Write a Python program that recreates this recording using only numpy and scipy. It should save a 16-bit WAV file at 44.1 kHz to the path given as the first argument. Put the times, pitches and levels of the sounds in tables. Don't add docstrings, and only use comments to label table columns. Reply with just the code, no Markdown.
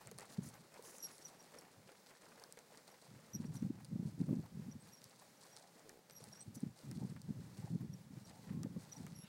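import sys
import numpy as np
from scipy.fft import rfft, irfft, next_fast_len
from scipy.io import wavfile
from scipy.ndimage import uniform_filter1d, map_coordinates

SR = 44100
rng = np.random.default_rng(int(sys.argv[2]) if len(sys.argv) > 2 else 0)


def waveform_to_disk(signal):
    frames = np.transpose(np.atleast_2d(signal))
    scaled = np.clip(frames, -1, 1) * 32767
    samples = np.round(scaled).astype(np.int16)
    wavfile.write(sys.argv[1], SR, samples)


N = 409248


def amp(db):
    return 10 ** (np.asarray(db) / 20)


def unit(x):
    return x / np.sqrt(np.mean(x ** 2) + 1e-20)


def noise():
    return rng.standard_normal(N)


def clock(length_s):
    return np.arange(int(length_s * SR)) / SR


def add(track, start_s, sound):
    start = max(round(start_s * SR), 0)
    part = track[start:start + len(sound)]
    part += sound[:len(part)]


def wobble(rate_hz):
    knots = rng.standard_normal(int(N * rate_hz / SR) + 4)
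    return map_coordinates(knots, [np.arange(N) * rate_hz / SR])


def coloured(x, spectrum):
    size = 2 * next_fast_len(len(x) // 2 + 4096)
    hz, db = np.transpose(spectrum)
    bin_hz = np.fft.rfftfreq(size, 1 / SR)
    log_gain = np.log(amp(np.interp(np.log(bin_hz + 1), np.log(hz), db)))
    cepstrum = irfft(log_gain)
    cepstrum[1:size // 2] *= 2
    cepstrum[size // 2 + 1:] = 0
    response = np.exp(rfft(cepstrum))
    return unit(irfft(rfft(x, size) * response)[:len(x)])


def grains(rate_hz, spread_db):
    hits = rng.random(N) < rate_hz / SR
    return hits * rng.standard_normal(N) * amp(spread_db * rng.standard_normal(N))


def stroke(t, hold_s, rise_s, fall_s):
    return (1 - np.exp(-t / rise_s)) * np.exp(-np.maximum(t - hold_s, 0) / fall_s)


# (frequency [Hz], relative density [dB])
AIR_SPECTRUM = [(15, -44), (25, -24), (64, -18.5), (161, 6), (342, -1.5), (542, 2.5), (710, -4.5), (812, 0),
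                (1090, -6), (1980, -7.5), (3050, -13), (4330, -9.5), (8270, -13), (14600, -19),
                (15800, -16.5)]


def air(level_db=-67.5, drift_db=-1.26):
    return amp(level_db + drift_db * wobble(11)) * coloured(noise(), AIR_SPECTRUM)


# (time [s], level before trim [dB])
LULL = [(0, -65), (.6, -59.5), (.9, -81), (1.5, -67.5), (2.8, -77), (3.3, -61.5), (3.9, -53), (4.8, -66),
        (5.35, -66.5), (5.9, -70), (6.3, -59.5), (6.78, -70), (7.2, -54), (8, -56), (9.2, -60.5)]
# (time [s], length [s], level at the end of the swell, before trim [dB])
GUSTS = [(0.055, 0.095, -59.5), (0.383, 0.08, -53), (1.768, 0.068, -60.5), (3.077, 0.098, -59.5),
         (3.334, 0.15, -48.5), (3.517, 0.16, -49.5), (3.888, 0.22, -50), (4.178, 0.17, -44.5),
         (4.28, 0.12, -45.5), (4.515, 0.24, -51), (4.821, 0.038, -58.5), (5.013, 0.023, -60),
         (6.18, .1, -66.5), (6.46, 0.042, -51.5), (6.554, 0.15, -52.5), (6.831, 0.22, -47),
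         (7.1, 0.038, -52), (7.252, 0.17, -54.5), (7.548, 0.13, -55), (7.695, 0.05, -44.5),
         (7.793, 0.041, -48.5), (7.895, 0.041, -53), (8.1, 0.072, -55), (8.469, 0.2, -47),
         (8.72, 0.032, -45), (8.965, 0.23, -55)]
GUST_RISE_S, GUST_FALL_S, GUST_SWELL_DB = 0.0046, 0.03, 2


def flow_db():
    flow = amp(np.interp(np.arange(N) / SR, *np.transpose(LULL)))
    for start_s, length_s, db in GUSTS:
        t = clock(length_s + 0.3)
        swell_db = GUST_SWELL_DB * np.minimum(t / length_s - 1, 0)
        add(flow, start_s, amp(db + swell_db) * stroke(t, length_s, GUST_RISE_S, GUST_FALL_S))
    return 20 * np.log10(flow)


# (frequency [Hz], relative density [dB])
BREEZE_SPECTRUM = [(25, -68), (50, -28.5), (80, -11), (120, 0.5), (180, -0.5), (260, -11.5), (350, -20),
                   (500, -44.5), (900, -59.5), (2000, -65)]
# (frequency [Hz], relative density [dB])
GUST_SPECTRUM = [(25, -30), (50, -42), (80, -36), (120, -2), (190, -0.5), (270, 1), (370, -13),
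                 (520, -21.5), (900, -35), (2000, -53.5)]


def buffeting(trim_db=-2.5, lump_db=4.5, hard_db=-43, calm_db=-62):
    level_db = flow_db()
    hardness = 1 / (1 + amp(2 * (hard_db - level_db)))
    turbulence = noise()
    soft = (1 - hardness) * coloured(turbulence, BREEZE_SPECTRUM)
    hard = hardness * coloured(turbulence, GUST_SPECTRUM)
    swirl = (soft + hard) * amp(lump_db * wobble(45))
    power = uniform_filter1d(uniform_filter1d(swirl ** 2, size=3200), size=2000)
    swirl = swirl / np.sqrt(np.abs(power) + 1e-6)
    shedding = 1 / (1 + amp(calm_db - level_db) ** 2)
    return amp(level_db + trim_db) * shedding * swirl


# (landing time [s], nominal slide length [s], landing level [dB], push-off lead [s],
#              push-off level [dB], spray over crunch [dB])
BEATS = [(0.176, 0.068, -64, 0.18, -68.5, -7), (0.416, 0.28, -71.5, 0.13, -69.5, -5.5),
         (0.835, 0.19, -67.5, 0.12, -67, -8), (1.182, 0.22, -70, 0.15, -69, -5),
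         (1.507, 0.21, -68.5, 0.12, -70.5, -7.5), (1.872, 0.064, -68, 0.17, -78, -8.5),
         (2.211, 0.17, -70.5, 0.152, -69, -6), (2.574, 0.02, -70, 0.2, -69, -11),
         (2.867, 0.086, -68.5, 0.16, -70, -6), (3.133, 0.27, -73.5, 0.12, -71, -8),
         (3.518, 0.059, -72.5, 0.12, -71, -4.5), (3.844, 0.045, -94, 0.12, -73, -8.5),
         (4.188, 0.21, -74.5, 0.16, -75, -2), (4.556, 0.2, -80, 0.17, -74, -10),
         (5.01, 0.15, -75, 0.19, -76.5, 1.5), (5.405, 0.17, -72, 0.23, -79.5, 0.5),
         (5.752, 0.071, -71.5, 0.19, -72.5, -7), (6.199, 0.065, -73, 0.097, -77.5, -1),
         (6.542, 0.094, -74.5, 0.23, -74, -4), (6.948, 0.21, -75, 0.19, -75, 1.5),
         (7.402, 0.12, -73.5, 0.33, -92, 1), (7.658, 0.12, -86, 0.093, -70.5, -5.5),
         (8.25, 0.084, -71.5, 0.14, -75, -2), (8.6, 0.11, -83, 0.18, -72, -12),
         (8.919, 0.4, -75, 0.13, -71.5, -1.5)]
PUSH_S, PUSH_SPRAY_DB = 0.1, 2.5


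def scuffs():
    pushes = [(s - lead_s, PUSH_S, db, db + spray_db + PUSH_SPRAY_DB)
              for s, _, _, lead_s, db, spray_db in BEATS]
    landings = [(s, slide_s, db, db + spray_db) for s, slide_s, db, _, _, spray_db in BEATS]
    return pushes + landings


def clods(rate_hz, centre_hz, scatter, cycles, spread_db):
    pitch, size = rng.standard_normal((int(rate_hz * N / SR), 2)).T
    hz = np.clip(centre_hz * np.exp(scatter * pitch), 250, 3000)[:, None]
    t = clock(0.012)
    envelope = np.exp(-hz * t / cycles) * (1 - np.exp(-2 * hz * t))
    swings = amp(spread_db * size)[:, None] * np.sin(2 * np.pi * hz * t) * envelope
    start = (rng.random(len(size)) * N).astype(int)
    places = start[:, None] + np.arange(len(t))
    return unit(np.bincount(places.ravel(), swings.ravel(), N)[:N])


# (frequency [Hz], relative density [dB])
THUD_SPECTRUM = [(80, -25), (170, 1), (300, -17.5), (450, 0.5), (700, -13.5), (1000, -12), (2000, -27.5)]
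# (frequency [Hz], relative density [dB])
CRUNCH_SPECTRUM = [(100, -16), (200, -3.5), (330, -18.5), (520, -3), (850, -7.5), (1200, -7), (2000, -7),
                   (3100, -15.5), (5000, -32)]
# (frequency [Hz], relative density [dB])
SPRAY_SPECTRUM = [(1500, -35.5), (3100, -0.5), (4200, 11), (5600, 7.5), (7000, 6), (8500, 9.5),
                  (10500, 2.5), (12500, -24), (15500, -44)]
# (frequency [Hz], relative density [dB])
GRIT_SPECTRUM = [(2000, -30), (4500, -8), (7000, 2), (10000, -8), (12500, 3), (15500, -14)]
# (frequency [Hz], relative density [dB])
STONE_SPECTRUM = [(500, -10), (1100, -8), (2000, 2), (3100, 3), (4500, 10), (9000, -3), (12000, -8),
                  (15500, -10)]


def hooves(crunch_db=-1.56, thud_db=-4, grit_db=-4, stone_db=-6, clump_db=5, spray_clump_db=4.5, near_db=-66):
    land, press, fling = np.zeros((3, N))
    for start_s, length_s, low_db, high_db in scuffs():
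        t = clock(length_s + 0.91)
        add(land, start_s, amp(low_db) * stroke(t, 0.71 * length_s, rise_s=0.0047, fall_s=0.049))
        add(press, start_s, amp(low_db) * stroke(t, 0.83 * length_s, rise_s=0.0044, fall_s=0.04))
        add(fling, start_s, amp(high_db) * stroke(t, 0.58 * length_s, rise_s=0.0022, fall_s=0.12))
    thud = amp(thud_db) * coloured(noise(), THUD_SPECTRUM)
    crushed = coloured(grains(rate_hz=3000, spread_db=1), CRUNCH_SPECTRUM)
    crunch = amp(crunch_db) * unit(amp(clump_db * wobble(90)) * crushed)
    lumps = clods(rate_hz=700, centre_hz=854, scatter=0.602, cycles=2.1, spread_db=5.5)
    flung = coloured(grains(rate_hz=5000, spread_db=4), SPRAY_SPECTRUM)
    spray = unit(amp(spray_clump_db * wobble(90)) * flung)
    grit = amp(grit_db) * coloured(grains(rate_hz=2600, spread_db=2.8), GRIT_SPECTRUM)
    stones = amp(stone_db) * coloured(grains(rate_hz=70, spread_db=3), STONE_SPECTRUM)
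    nearness = fling / (fling + amp(near_db))
    return land * thud + press * (crunch + lumps) + fling * (spray + stones + nearness * grit)


def swishes(rows, spectrum, trim_db, clump_db):
    level = np.zeros(N)
    for start_s, length_s, db in rows:
        t = clock(length_s + 0.2)
        add(level, start_s, amp(db + trim_db) * stroke(t, length_s, rise_s=0.0057, fall_s=0.0089))
    return level * amp(clump_db * wobble(120)) * coloured(noise(), spectrum)


# (time [s], length [s], level before trim [dB])
SCRAPES = [(.005, 0.019, -64), (.32, 0.033, -67.5), (.525, 0.038, -66.5), (.605, 0.015, -68),
           (3.54, 0.036, -71), (3.795, .02, -69), (4.42, 0.036, -68), (4.865, 0.031, -69),
           (5.207, 0.023, -65), (5.447, 0.012, -63.5), (7.8, .02, -70), (8.522, 0.011, -69)]
# (frequency [Hz], relative density [dB])
DAMP_SAND_SPECTRUM = [(250, -11), (500, -10), (850, 3.5), (1300, -4.5), (2200, -8), (3200, -18),
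                      (8000, -17.5)]
# (time [s], length [s], level before trim [dB])
SWISHES = [(.305, 0.036, -70), (0.424, 0.074, -64.5), (0.828, 0.082, -63), (0.92, 0.061, -66),
           (0.99, 0.3, -71.5), (3.533, 0.029, -65.5), (6.21, 0.042, -79), (6.542, 0.018, -61.5),
           (8.8, 0.035, -74)]
# (frequency [Hz], relative density [dB])
FINE_SAND_SPECTRUM = [(2000, -19), (3300, -17), (5000, -3.5), (6500, 2), (8000, -2), (10400, 1),
                      (12000, -9), (15500, -9)]
# (time [s], length [s], level before trim [dB])
SLIDES = [(5.55, 0.14, -72), (5.77, 0.04, -70.5), (5.96, 0.066, -76), (6.22, 0.04, -69), (6.39, 0.054, -75),
          (6.995, .05, -67), (7.62, 0.063, -66), (8.27, 0.12, -70.5), (8.93, 0.11, -70)]
# (frequency [Hz], relative density [dB])
LOOSE_SAND_SPECTRUM = [(400, -24), (650, 4.5), (850, 10), (1150, -15), (2000, -21.5), (4000, -41)]


def moving_sand():
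    scrapes = swishes(SCRAPES, DAMP_SAND_SPECTRUM, trim_db=1.5, clump_db=4)
    fine = swishes(SWISHES, FINE_SAND_SPECTRUM, trim_db=2.5, clump_db=2)
    slides = swishes(SLIDES, LOOSE_SAND_SPECTRUM, trim_db=0.5, clump_db=0.5)
    return scrapes + fine + slides


EDDY_RATE_HZ, EDDY_OVER_FLOW_DB, EDDY_HZ, EDDY_SCATTER = 12, 3, 185, 0.08
EDDY_CALM_DB = -57


def lesser_eddies():
    chance = rng.random((int(EDDY_RATE_HZ * N / SR), 2))
    s = (np.arange(len(chance)) + chance[:, 0]) / EDDY_RATE_HZ
    wind_db = np.interp(s, np.arange(N) / SR, flow_db())
    db = wind_db + EDDY_OVER_FLOW_DB + np.minimum(wind_db - EDDY_CALM_DB, 0)
    hz = EDDY_HZ * np.exp(EDDY_SCATTER * (4 * chance[:, 1] - 2))
    return list(zip(s, db, hz))


# (time of centre [s], peak before trim [dB], pitch [Hz])
EDDIES = [(0.39, -29.5, 181), (3.355, -40, 193), (3.404, -35.5, 214), (3.454, -35.5, 194),
          (3.508, -38.0, 145), (3.628, -30, 215), (3.651, -31, 155), (3.666, -33.5, 197), (3.705, -31, 257),
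          (3.93, -36, 180), (3.961, -32, 205), (3.999, -33, 195), (4.031, -35.5, 193), (4.059, -32, 162),
          (4.083, -43, 188), (4.207, -30.5, 205), (4.216, -29.5, 213), (4.243, -42, 181), (4.295, -29, 188),
          (4.312, -29.5, 181), (4.331, -29, 282), (4.356, -35, 203), (4.371, -34, 223), (4.388, -35.0, 204),
          (4.575, -41, 169), (4.598, -38, 161), (4.688, -39, 215), (6.572, -41.5, 252), (6.636, -29, 219),
          (6.668, -36, 187), (6.875, -44.5, 162), (6.983, -35.5, 200), (7.018, -39, 205), (7.037, -39, 180),
          (7.051, -35, 186), (7.123, -39.5, 177), (7.292, -36.5, 180), (7.308, -31.5, 206),
          (7.394, -44, 139), (7.592, -39.0, 169), (7.647, -37.5, 139), (7.705, -42, 181),
          (7.729, -34.5, 169), (7.749, -37, 178), (7.758, -31, 185), (7.834, -40, 185), (7.849, -37.5, 177),
          (7.903, -40.5, 153), (8.513, -33.5, 180), (8.553, -38, 175), (8.575, -34, 184), (8.651, -33, 245),
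          (8.672, -41.5, 167), (8.769, -35, 172), (9.008, -41, 197), (9.05, -41.5, 186)]
# (frequency [Hz], relative density [dB])
FRAY_SPECTRUM = [(100, -26.5), (250, -2), (400, 8.5), (550, -14), (900, -18.5), (2000, -60)]


def eddies(trim_db=-0.5, cycles=0.7, fray_db=-21):
    track = np.zeros(N)
    t = clock(0.06) - 0.03
    for centre_s, db, hz in list(EDDIES) + lesser_eddies():
        swing = np.sin(2 * np.pi * (hz * t + rng.random()))
        fray = amp(fray_db) * coloured(rng.standard_normal(len(t)), FRAY_SPECTRUM)
        envelope = np.exp(-0.5 * (hz * t / cycles) ** 2)
        add(track, centre_s + t[0], amp(db + trim_db) * (swing + fray) * envelope)
    return track


FAINT_SNAP_DB, FAINT_BODY_DB, FAINT_SPREAD_DB = -3.5, -22, 5.5


def faint_ticks():
    rows = []
    for landing_s, slide_s, db, *_ in BEATS:
        tick_s = landing_s + slide_s * rng.random()
        snap_db = db + FAINT_SNAP_DB + FAINT_SPREAD_DB * rng.standard_normal()
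        rows.append((tick_s, snap_db, db + FAINT_BODY_DB, rng.uniform(4500, 9000)))
    return rows


# (time [s], snap before trim [dB], body before trim [dB], pitch [Hz])
TICKS = [(0.0724, -61.5, -57, 7500), (0.114, -63, -60, 6470), (0.186, -57.5, -55, 9100),
         (0.197, -65, -56, 7000), (0.208, -64, -70, 8600), (.255, -71, -75, 8000), (0.4887, -63, -83, 8700),
         (0.541, -70.5, -72, 6000), (.742, -69, -64, 5000), (0.825, -67, -70, 9500),
         (1.182, -67.5, -78, 8900), (1.427, -74, -78, 8000), (1.553, -72, -65, 6000),
         (1.587, -67.5, -72, 5800), (1.8916, -82, -55, 4500), (2.398, -68, -74, 5270),
         (2.4386, -61, -81, 5530), (2.5245, -60, -75, 9000), (2.5731, -72, -55, 4300),
         (2.774, -67.5, -66, 4770), (2.879, -69, -66, 4500), (3.556, -68, -66, 8000),
         (3.624, -74.5, -64, 6000), (3.8472, -66, -69, 9200), (3.8515, -68, -74, 4740),
         (5.042, -62.5, -79, 5650), (5.8938, -63, -57.5, 5850), (6.098, -68, -57, 4460),
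         (6.1091, -66, -79, 6000), (6.555, -74, -72, 8060), (6.605, -69, -78, 8700),
         (6.9135, -61.5, -57, 5140), (7.163, -78, -55, 4480), (7.2173, -66, -82, 8400),
         (8.633, -59.5, -55.5, 5630), (9.066, -66.5, -53.5, 6600)]
# (frequency [Hz], relative density [dB])
TICK_SPECTRUM = [(1000, -29), (3000, -10), (4300, 10), (6000, 2.5), (8700, 11), (11000, 3.5), (13000, -6),
                 (16000, 1)]


def ticks(snap_trim_db=8.5, body_trim_db=-4, ring_fall_s=0.0003, ring_db=-1, body_fall_s=0.0097, tail_db=-20):
    track, t = np.zeros(N), clock(0.06)
    first = t < 0.004
    crack_envelope = np.exp(-t / 0.0003) + amp(tail_db) * np.exp(-t / 0.003)

    def onset_unit(x):
        return x / x[first].std()

    for start_s, snap_db, low_db, hz in list(TICKS) + faint_ticks():
        crack_noise, body_noise = rng.standard_normal((2, len(t)))
        crack = coloured(crack_noise * crack_envelope, TICK_SPECTRUM)
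        ring = np.sin(2 * np.pi * hz * t) * np.exp(-t / ring_fall_s) * (1 - np.exp(-hz * t))
        snap = onset_unit(onset_unit(crack) + amp(ring_db) * onset_unit(ring))
        body = onset_unit(coloured(body_noise * np.exp(-t / body_fall_s), CRUNCH_SPECTRUM))
        add(track, start_s, amp(snap_db + snap_trim_db) * snap + amp(low_db + body_trim_db) * body)
    return track


# (time [s], level before trim [dB], pitch [Hz])
KNOCKS = [(0.115, -40.5, 445), (.236, -49, 624), (.187, -44, 1200), (0.774, -44, 920), (0.793, -39, 473),
          (1.463, -53, 393), (1.544, -49, 490), (1.891, -47, 547), (2.259, -50, 506), (2.489, -49, 487),
          (2.573, -42.5, 488), (2.704, -49, 750), (2.72, -49, 592), (2.92, -55, 560), (3.961, -49, 560),
          (4.289, -41, 563), (4.329, -41, 615), (6.204, -45, 480), (6.27, -51, 440), (7.024, -43, 420),
          (8.658, -37, 510), (8.762, -40, 503)]


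def knocks(trim_db=-1, cycles=2, hollow_db=-14):
    track, t = np.zeros(N), clock(0.05)
    for start_s, db, hz in KNOCKS:
        upper_hz = rng.uniform(1.41, 2.21) * hz
        ring = np.sin(2 * np.pi * hz * t) + amp(hollow_db) * np.sin(2 * np.pi * upper_hz * t)
        envelope = np.exp(-hz * t / cycles) * (1 - np.exp(-hz * t))
        add(track, start_s, amp(db + trim_db) * ring * envelope)
    return track


# (time [s], length [s], mid pitch [Hz], glide [Hz], level before trim [dB],
#           octave over fundamental [dB])
SQUEAKS = [(0.99, 0.029, 5800, 32, -65, -18), (1.023, 0.046, 5630, -88, -52.5, -3.5),
           (1.09, 0.081, 5600, 2, -78, 0), (1.12, 0.038, 5020, 0, -82, 13),
           (1.219, .01, 5600, -2, -66, -20), (1.244, 0.027, 5850, -250, -54, -18),
           (1.39, 0.025, 5680, 87, -69, -27), (1.584, 0.0084, 5590, -61, -59.5, -3),
           (2.912, 0.013, 5650, 0, -72, -2), (3.332, 0.035, 5770, -170, -55.5, -12),
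           (3.457, 0.012, 5650, 0, -69, -20), (3.564, 0.014, 5780, 90, -64, -11),
           (3.59, .025, 5780, -17, -75, -20), (4.71, 0.017, 5800, -160, -65, -20),
           (4.798, 0.03, 8220, 80, -72, -30), (4.922, 0.031, 5650, -82, -66.5, -6.5),
           (4.966, 0.029, 5600, 0, -69, -14), (5.366, 0.013, 5850, -2, -76, -27),
           (5.512, 0.043, 5670, -150, -71, -21), (6.115, 0.035, 5850, -42, -77, 4),
           (6.146, 0.048, 5680, -78, -64, -4.5), (6.218, 0.025, 5640, 0, -72, -20),
           (6.322, 0.016, 5600, -80, -60.5, -12), (6.345, 0.038, 5630, 140, -68, -14),
           (6.384, 0.042, 5800, 176, -66.5, -27), (6.401, 0.031, 8250, 80, -61, -30),
           (6.565, .02, 5900, 0, -70, -12), (7.928, 0.018, 5670, -70, -67.5, -12),
           (8.241, 0.016, 5660, 60, -69, -12), (8.527, 0.08, 1075, 0, -77, -30),
           (8.916, 0.019, 5860, -260, -55.5, -19), (8.96, 0.014, 5800, 28, -61.5, -22),
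           (9.15, 0.016, 5620, -120, -66, -12.5), (9.156, 0.09, 5600, -62, -70, 3)]


def squeaks(trim_db=4, waver_hz=26, rough_db=4, ring_db=-19, ring_fall_s=0.038, arch_db=5):
    track = np.zeros(N)
    waver, rough = waver_hz * wobble(900), amp(rough_db * wobble(600))
    for start_s, length_s, pitch_hz, glide_hz, db, octave_db in SQUEAKS:
        t = clock(length_s + 0.27)
        here = np.minimum(round(start_s * SR) + np.arange(len(t)), N - 1)
        along = np.minimum(t / length_s, 1) - 0.5
        phase = 2 * np.pi * np.cumsum(pitch_hz + glide_hz * along + waver[here]) / SR
        arch = amp(arch_db * (np.cos(np.pi * along) - 1))
        envelope = arch * stroke(t, length_s, rise_s=0.002, fall_s=0.0016)
        tone = envelope * (np.sin(phase) + amp(octave_db) * np.sin(2 * phase))
        ring = amp(ring_db) * stroke(t, length_s, rise_s=0.0057, fall_s=ring_fall_s) * np.sin(phase)
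        add(track, start_s, amp(db + trim_db) * rough[here] * (tone + ring))
    return track


SNORT_S, SNORT_LENGTH_S, SNORT_DB = 5.84, 0.158, -66.5
FLUTTER_START_HZ, FLUTTER_END_HZ = 122, 46
# (frequency [Hz], relative density [dB])
NOSTRIL_SPECTRUM = [(100, -13), (200, -8), (330, -4), (430, -2), (560, -8.5), (780, -16), (2000, -33)]


def snort(breath_db=-24):
    track, t = np.zeros(N), clock(SNORT_LENGTH_S + 0.026)
    rate_hz = np.interp(t, [0, SNORT_LENGTH_S], [FLUTTER_START_HZ, FLUTTER_END_HZ])
    pops = np.diff(np.floor(np.cumsum(rate_hz) / SR), prepend=0)
    depth = np.sqrt(FLUTTER_START_HZ / rate_hz) * amp(rng.standard_normal(len(t)))
    rush = amp(breath_db) * np.maximum(1 - t / SNORT_LENGTH_S, 0) * rng.standard_normal(len(t))
    breath = (pops * depth + rush) * stroke(t, SNORT_LENGTH_S, rise_s=0.015, fall_s=0.005)
    add(track, SNORT_S, amp(SNORT_DB) * coloured(breath, NOSTRIL_SPECTRUM))
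    return track


# (time [s], level [dB])
RASP_LEVEL = [(9.18, -90), (9.21, -74), (9.25, -68), (9.28, -67)]
# (frequency [Hz], relative density [dB])
RASP_SPECTRUM = [(1000, -14), (2400, -15), (2750, 0), (3100, -15), (3500, -13), (3780, -3), (4200, -18),
                 (8000, -35)]


def rasp():
    level_db = np.interp(np.arange(N) / SR, *np.transpose(RASP_LEVEL), left=-np.inf)
    return amp(level_db) * coloured(noise(), RASP_SPECTRUM)


def scene():
    wind = air() + buffeting() + eddies()
    footing = hooves() + moving_sand() + ticks() + knocks()
    return (wind + footing + squeaks() + snort() + rasp())[None]


def record(dry, top_hz=15850):
    size = next_fast_len(N + 8192)
    passband = np.fft.rfftfreq(size, 1 / SR) < top_hz
    return irfft(rfft(dry, size) * passband, size)[:, :N]


dry = scene()
out = record(dry)
waveform_to_disk(out)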